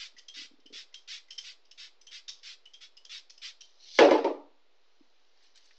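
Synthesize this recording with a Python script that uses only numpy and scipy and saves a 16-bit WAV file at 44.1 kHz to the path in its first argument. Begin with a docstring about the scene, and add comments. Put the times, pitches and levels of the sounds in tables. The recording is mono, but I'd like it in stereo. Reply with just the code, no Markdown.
"""A hand pumps a trigger spray bottle over a dish of dry tobacco in a tiled kitchen, right of a hand-held camera.
Each pull is a puff of droplet-rough noise; between puffs the trigger scrapes and its spring tones ring,
while early on fingers tap two low modes of the camera body (one more tap comes near the end).
A sleeve crackles in, the bottle lands on the worktop in seven ringing, cracking contacts with rocking noise,
then fingers crackle and snap the dry leaves. Soft room tone and hiss lie under it all."""
import sys
import numpy as np
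from scipy import signal
from scipy.fft import rfft, irfft, next_fast_len
from scipy.io import wavfile
from scipy.ndimage import uniform_filter1d

SR = 44100
rng = np.random.default_rng(int(sys.argv[2]) if len(sys.argv) > 2 else 0)


def wrap_up_sound(samples):
    """Save the sound to the file named by the first command line argument, as 16-bit audio."""
    columns = np.atleast_2d(samples).T
    # keep every value between -1 and 1, then stretch to whole-number steps
    tamed = np.clip(columns, -1, 1)
    steps = np.round(tamed * 32767).astype(np.int16)
    wavfile.write(sys.argv[1], SR, steps)


N = 255206
T = np.arange(N) / SR
LEFT_LAG_SAMPLES = 2

# loudness of the fingers in the leaves: (time [s], level [dB])
FINGERS = [(4.7, -86.5), (4.85, -80), (5.25, -78.5), (5.334, -77.5), (5.458, -65.5), (5.54, -78),
           (5.562, -59.5), (5.618, -70.5), (5.787, -69.5)]


def undb(db):
    """Turn decibels into gain."""
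    return 10 ** (np.asarray(db) / 20)


def unit(x):
    """Scale each channel to an RMS of 1."""
    return x / np.sqrt(np.mean(x ** 2, axis=-1, keepdims=True))


def colour(x, points, modes=(), between_db=0):
    """Shape the spectrum by (Hz, dB) points, times a floor between_db plus (Hz, width, dB) resonances."""
    size = next_fast_len(x.shape[-1], True)
    hz = np.fft.rfftfreq(size, 1 / SR) + 1  # 1 Hz up, so that the logarithm exists
    at, db = np.transpose(points)
    slope = undb(np.interp(np.log(hz), np.log(at), db))
    peaks = sum(undb(g) / (1 + (2 * (hz - f) / w) ** 2) for f, w, g in modes)
    gain = slope * (undb(between_db) + peaks)
    return irfft(rfft(x, size) * gain, size)[..., :x.shape[-1]]


def butter(sound, order, hz, kind):
    """Filter with a Butterworth low-, high- or band-pass."""
    return signal.sosfilt(signal.butter(order, hz, kind, fs=SR, output="sos"), sound)


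def fade(t, t60):
    """Exponential decay from t = 0, falling 60 dB in t60 seconds (3 ms at least)."""
    return (t >= 0) * np.exp(-np.log(1000) * np.maximum(t, 0) / max(t60, .003))


def add(into, s, sound):
    """Mix a short sound in at time s."""
    i = int(s * SR)
    into[i:i + len(sound)] += sound[:len(into) - i]


def envelope(rows):
    """Gain along a (time, dB) curve, silent outside it, with edges smoothed over 3 ms."""
    at, db = np.transpose(rows)
    inside = (T >= at[0]) * (T <= at[-1])
    return uniform_filter1d(undb(np.interp(T, at, db)) * inside, size=132)


def grit(spread_db, size):
    """Noise whose loudness wanders to a new random value every few samples, as with droplets or crumbs."""
    jumps = undb(spread_db * np.clip(rng.standard_normal(N // size + 1), -2, 2))
    return rng.standard_normal(N) * uniform_filter1d(np.repeat(jumps, size)[:N], size=size)


def spray():
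    """The jet tears into droplets at the nozzle; the harder the pull, the more low end."""
    # pulls of the trigger: (start [s], length [s], peak level [dB])
    squirts = [(-0.04, 0.11, -43.5), (0.338, 0.12, -45.5), (0.725, .1, -45.5), (1.075, 0.11, -43.5),
               (1.434, 0.088, -46.5), (1.775, 0.1, -48), (2.11, 0.084, -46.5), (2.429, 0.11, -46.5),
               (2.805, 0.059, -51), (3.093, 0.1, -45), (3.416, 0.089, -43.5)]
    # spectrum of the jet: (frequency [Hz], gain [dB])
    jet_curve = [(530, -100), (900, -25), (1380, -11), (1500, -12), (2050, -7), (2320, -2.5), (3320, 3.5),
                 (4170, 2.5), (4520, -5), (5380, 4), (7960, -19.5), (10300, -48.5), (17500, -120)]
    # resonances of the nozzle: (frequency [Hz], width [Hz], gain [dB])
    nozzle = [(2043, 77, 1), (3350, 140, -22), (4510, 190, 1.5), (4770, 250, 3)]
    # each pull opens fast, swells to its peak, sags and shuts
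    open_s, open_db, peak_share = 0.0027, -8.5, 0.41
    sag_db, shut_db_per_s = -7.5, -800
    full_low_end_db = -20  # pull level at which the low end comes through whole

    jet = unit(colour(grit(0.73, size=40), jet_curve, nozzle))
    low = butter(jet, 3, 2000, "low")
    pull = 0
    for s, length, db in squirts:
        share = (T - s) / length
        swell = open_db * (1 - share / peak_share) ** 2
        sag = sag_db * ((np.minimum(share, 1) - peak_share) / (1 - peak_share)) ** 2
        shape_db = np.where(share < peak_share, swell, sag)
        shut_db = shut_db_per_s * np.maximum(T - s - length, 0)
        pull = pull + np.clip((T - s) / open_s, 0, 1) * undb(db + shape_db + shut_db)
    low_gain = (pull / undb(full_low_end_db)) ** .6
    return pull * (jet - low + low * low_gain)


def trigger():
    """Plastic slips for some ms with a fading rattle, and two spring tones ring on unevenly."""
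    # trigger clicks: (time [s], scrape level [dB], spring pitch [Hz], upper spring pitch [Hz],
    # slip length [s], then over the scrape: spring [dB], upper spring [dB], rattle [dB])
    clicks = [(0.1646, -59, 1950, 5250, 0.017, 7.5, -18, -14),
              (0.182, -50.5, 3080, 5580, 0.014, -0.5, -9, -28),
              (0.2817, -49, 3218, 6040, 0.0096, 7.5, 11, -20), (0.598, -70.5, 3080, 5100, 0.011, 2, 0, -19),
              (0.6582, -60.5, 3060, 5100, 0.0063, 12.5, 10, -7.5),
              (0.924, -72, 2060, 4530, 0.012, 9, -8, -18), (0.9393, -47.5, 3184, 5070, 0.011, 7, -22, -6),
              (1.283, -60, 2010, 5000, 0.0054, 3.5, -17, -12), (1.3048, -44, 3117, 5280, 0.0077, 4, 9, -7),
              (1.378, -48.5, 3143, 5250, 0.015, 11.5, 19, 3),
              (1.651, -64.5, 2790, 5020, 0.0092, -5, 8, -12),
              (1.711, -43.5, 2980, 5320, 0.0073, -12, -3, -36),
              (2.0106, -57, 5060, 6000, 0.0076, 1, 6, -13),
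              (2.0674, -46.5, 3130, 6010, 0.0068, 3, 8.5, -22),
              (2.2788, -44, 3700, 5900, 0.024, 5, -6, 2.5), (2.654, -55.5, 2980, 5200, 0.004, 7, -11, -11),
              (2.735, -51.5, 3200, 5960, 0.0076, 6, 0.5, -12),
              (2.9682, -52.5, 2950, 5080, 0.0068, 2, 10.5, -15),
              (3.048, -50, 3160, 5210, 0.0054, 0.5, -5, -13),
              (3.296, -45.5, 2580, 4950, 0.011, -19, -2, -13.5), (3.335, -77, 3240, 5070, 0.012, -6, 4, -8),
              (3.377, -49, 3000, 5160, 0.0053, -15, 6, -15),
              (3.606, -49.5, 3104, 5740, 0.014, 2, 8.5, -24.5)]
    # spectrum of the plastic scrape: (frequency [Hz], gain [dB])
    scrape_curve = [(530, -68), (900, -24), (1990, -22.5), (2280, -20), (3110, -10), (4200, -12.5),
                    (5230, -5), (6170, -8.5), (7960, -38), (10300, -50.5), (17500, -120)]
    spring_t60_s, upper_t60_s, rattle_t60_s = 0.14, .055, 0.26
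    waver_rad, flutter_db = .65, 3.5  # RMS unevenness of the spring tones' phase and level

    out, t = np.zeros(N), np.arange(SR // 4) / SR
    scrape = unit(colour(grit(5.0, size=60), scrape_curve))
    wobble = unit(uniform_filter1d(rng.standard_normal((2, N)), size=150))
    rise = np.minimum(t / .004, 1)
    for s, db, hz, upper_hz, slip, spring_db, upper_db, rattle_db in clicks:
        i = int(s * SR)
        slide = np.where(t < slip, 1, fade(t - slip, 0.0099))
        rattle = undb(rattle_db) * fade(t, rattle_t60_s)
        rub = (slide + rattle) * scrape[i:i + len(t)]
        shake, drift = wobble[:, i:i + len(t)]
        spring_tone = np.sin(2 * np.pi * hz * t + waver_rad * drift)
        upper_tone = np.sin(2 * np.pi * upper_hz * t + waver_rad * shake)
        spring = undb(spring_db) * fade(t, spring_t60_s) * spring_tone
        upper = undb(upper_db) * fade(t, upper_t60_s) * upper_tone
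        add(out, s, undb(db) * rise * (rub + (spring + upper) * undb(flutter_db * shake)))
    return butter(out, 2, 1500, "high")


def grip():
    """Fingers shifting on the camera body give dull taps through two modes of its housing."""
    # taps: (time [s], lower mode level [dB], upper mode level [dB])
    finger_taps = [(0.141, -54, -60), (0.367, -46.5, -51), (0.388, -44, -68), (0.413, -44, -60),
                   (0.446, -51, -55), (0.511, -43, -52), (0.535, -45.5, -78), (0.586, -49, -49),
                   (0.615, -64, -66), (0.655, -44, -49), (0.677, -61, -67), (0.703, -40, -39),
                   (0.724, -43.5, -41.5), (0.753, -50, -43), (5.007, -42, -62.5)]
    lower_hz, lower_t60_s = 278, 0.031
    upper_hz, upper_t60_s = 419, 0.024

    out, t = np.zeros(N), np.arange(SR // 8) / SR
    lower = fade(t, lower_t60_s) * np.sin(2 * np.pi * lower_hz * t)
    upper = fade(t, upper_t60_s) * np.sin(2 * np.pi * upper_hz * t)
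    rise = np.minimum(t / .004, 1)
    for s, db, upper_db in finger_taps:
        add(out, s, rise * (undb(db) * lower + undb(upper_db) * upper))
    flicker = unit(uniform_filter1d(rng.standard_normal(N), size=200))
    return out * undb(0.48 * flicker)


def drop():
    """Each contact rings the worktop's modes in a new mix and cracks; rocking feeds the same modes with noise."""
    # bottle on the worktop: (time [s], ring level [dB], crack level [dB])
    blows = [(3.988, -17.5, 0.5), (4.011, -14, -24.5), (4.044, -21, -21), (4.109, -19.5, -14),
             (4.139, -30.5, -33.5), (4.179, -38, -31), (4.244, -25.5, -22.5)]
    # worktop modes, detuned and rebalanced at each contact: (central pitch [Hz], central level [dB], t60 [s])
    worktop = [(287.1, -1.5, 0.22), (331.4, 1, 0.16), (393, 6, 0.029), (461.7, 1.5, 0.042), (462, 2, 0.062),
               (534.7, -18, 0.13), (565.3, 4.5, 0.13), (623.4, 2.5, 0.093), (691.7, -4.5, 0.14),
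               (744, -3, 0.087), (904, -8.5, 0.1), (864.6, 0.5, 0.036), (993, -2, 0.061), (1143, -6, 0.02)]
    # spectrum of the crack: (frequency [Hz], gain [dB])
    crack_curve = [(88, -65.5), (150, -50), (301, -17.5), (539, -19), (1340, -5.5), (1510, -8), (1670, -10),
                   (1810, -6.5), (3960, -14), (5900, -19.5), (7960, -45), (10300, -81.5), (17500, -120)]
    rumble_curve = [(150, -25.5), (250, 15), (900, 13.5), (3000, -22.5)]  # (Hz, dB)
    crack_t60_s, clatter_t60_s, clatter_db = .03, 0.28, -3.5  # clatter level is over the crack
    shake_db, shake_t60_s = 2.5, 0.29  # rocking after each contact, over its ring level

    body, crack, shake_power = np.zeros((3, N))
    t = np.arange(SR // 2) / SR
    chance = rng.standard_normal((len(blows), len(worktop), 2))
    rise = np.minimum(t / 0.0057, 1)
    for (s, db, crack_db), mix in zip(blows, chance):
        ring = 0
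        for (hz, mode_db, t60), (level_chance, pitch_chance) in zip(worktop, mix):
            tone = np.sin(2 * np.pi * hz * (1 + 0.027 * pitch_chance) * t)
            gain = undb(mode_db + 1.3 * level_chance) * np.sign(pitch_chance)
            ring = ring + gain * fade(t, t60) * tone
        add(body, s, undb(db) * rise * ring)
        clatter = undb(clatter_db) * fade(t, clatter_t60_s)
        add(crack, s, undb(crack_db) * (fade(t, crack_t60_s) + clatter))
        add(shake_power, s, (undb(db + shake_db) * rise * fade(t, shake_t60_s)) ** 2)
    # a mode that dies sooner is a wider resonance
    resonances = [(hz, np.log(1000) / np.pi / t60, db) for hz, db, t60 in worktop]
    rumble = unit(colour(grit(3.1, size=400), rumble_curve, resonances, between_db=-13.5))
    return body + np.sqrt(shake_power) * rumble + colour(crack * rng.standard_normal(N), crack_curve)


def leaves():
    """A dense crackle of cloth, then of crumbs, with a few crisp snaps of band-passed noise."""
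    # spectrum of the crackle: (frequency [Hz], gain [dB])
    crackle_curve = [(940, -50.5), (1600, -13), (2180, -12), (2560, -17), (2950, -10.5), (3330, -12),
                     (4120, -5), (5850, -8), (7960, -36.5), (10300, -61.5), (17500, -120)]
    # loudness of the sleeve sweeping in before the drop: (time [s], level [dB])
    sleeve = [(3.62, -63), (3.64, -62), (3.722, -69.5), (3.795, -67), (3.81, -58), (3.93, -49),
              (3.989, -36.5)]
    # crisp snaps of leaf: (time [s], level [dB], centre [Hz])
    snaps = [(5.4325, -67.5, 5460), (5.557, -60, 5470), (5.5744, -60, 4900), (5.642, -62.5, 3860),
             (5.6562, -60, 5030), (5.688, -72.5, 4760), (5.709, -57, 2070)]
    sleeve_low_hz, snap_t60_s = 2620, 0.039

    crackle = unit(colour(grit(4.6, size=30), crackle_curve))
    airy = butter(crackle, 4, sleeve_low_hz, "high")
    out = envelope(sleeve) * airy + envelope(FINGERS) * crackle
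    t = np.arange(SR // 8) / SR
    for (s, db, hz), noise in zip(snaps, rng.standard_normal((len(snaps), len(t)))):
        snap = unit(butter(noise, 2, [hz / 1.4, hz * 1.4], "band"))
        add(out, s, undb(db) * fade(t, snap_t60_s) * snap)
    return out


def air():
    """Room tone and microphone hiss: slowly swaying noise, partly shared by both sides."""
    # spectrum of the room tone: (frequency [Hz], gain [dB])
    air_curve = [(12, -30), (20, -17), (33, -40.5), (107, -56.5), (181, -42.5), (257, -21.5), (375, -15.5),
                 (436, -15), (1280, -21.5), (1600, -22.5), (4050, -21), (7200, -36.5), (7960, -63.5),
                 (10300, -100.5), (17500, -120)]
    air_db = -71

    shared, left, right = colour(rng.standard_normal((3, N)), air_curve)
    sway = undb(0.32 * unit(uniform_filter1d(rng.standard_normal(N), size=4000)))
    left_mix = 0.57 * shared + 0.86 * left
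    right_mix = 0.64 * np.roll(shared, -LEFT_LAG_SAMPLES) + 0.76 * right
    return undb(air_db) * unit(np.array([left_mix, right_mix])) * sway


def kitchen(count=4):
    """Per side: a tail that dies band by band, and several patterns of sparse echoes off worktop and dish."""
    # decay of the room: (band centre [Hz], t60 [s])
    room_t60 = [(250, 0.44), (500, 0.42), (1000, 0.46), (2000, 0.29), (4000, 0.29), (7000, 0.24)]

    t = np.arange(SR // 2) / SR
    shared, left, right = rng.standard_normal((3, len(t)))
    tail = np.zeros((2, len(t)))
    for hz, t60 in room_t60:
        alike = np.clip(1.05 - hz / 1800, .2, .97)  # low bands are more alike on both sides
        sides = alike * shared + np.sqrt(1 - alike ** 2) * np.array([left, right])
        tail += butter(sides, 2, [hz / 2 ** .5, hz * 2 ** .5], "band") * fade(t - .006, t60)
    near, shape = t[:SR // 16], (count, 2, SR // 16)
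    sparse = rng.standard_normal(shape) * (rng.random(shape) < .4)
    early = sparse * fade(near - .0004, .04)
    return unit(tail) / np.sqrt(len(t)), unit(early) / np.sqrt(len(near))


def heard(sound, pan_db, room_db, early_db):
    """Place a source in the kitchen, pan_db louder on the left, which it reaches later; near echoes keep shifting."""
    shift_s = .025  # hands move, and the near echoes change about this fast

    tail, early = kitchen()
    path = undb(room_db) * tail
    path[[0, 1], [LEFT_LAG_SAMPLES, 0]] += 1  # direct sound
    size = int(shift_s * SR)
    blend = rng.standard_normal((len(early), N))
    blend = uniform_filter1d(uniform_filter1d(blend, size), size)
    blend = blend / np.sqrt(np.sum(blend ** 2, axis=0))
    echoes = signal.oaconvolve((sound * blend)[:, None], early, axes=2).sum(axis=0)[:, :N]
    wet = signal.oaconvolve(sound[None], path, axes=1)[:, :N] + undb(early_db) * echoes
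    return wet * undb(np.array([[.5], [-.5]]) * pan_db)


def scene():
    """Place every source in the kitchen and lay them over the room tone."""
    sleeve_pan_db, fingers_pan_db = -4.5, -10
    clicks = heard(trigger(), pan_db=-3.5, room_db=-8, early_db=-6)
    taps = heard(grip(), pan_db=-.4, room_db=-18, early_db=-8)
    puffs = heard(spray(), pan_db=-5, room_db=-9.5, early_db=0)
    landing = heard(drop(), pan_db=0.54, room_db=-13.0, early_db=-2)
    hand_pan_db = np.where(T < FINGERS[0][0], sleeve_pan_db, fingers_pan_db)
    rustle = heard(leaves(), pan_db=hand_pan_db, room_db=-15.0, early_db=-2.6)
    return puffs + landing + clicks + taps + rustle + air()


def record(dry):
    """The left gets slightly more low end than treble; bass cut, rounded peaks, top cut, small constant offsets."""
    ceiling, top_hz = .52, 8100
    # constant offset of each side, left then right: (offset [full scale])
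    side_offset = np.array([[.00076], [.00137]])

    dry = np.array([colour(dry[0], [(700, 0.7), (4000, 0.081)]), dry[1]])
    thin = butter(dry, 3, 230, "high")
    soft = ceiling * np.tanh(thin / ceiling)
    soft = butter(soft, 1, 120, "high")
    top_cut = signal.ellip(6, .2, 30, top_hz, fs=SR, output="sos")
    return side_offset + signal.sosfilt(top_cut, soft)


dry = scene()
out = record(dry)
wrap_up_sound(out)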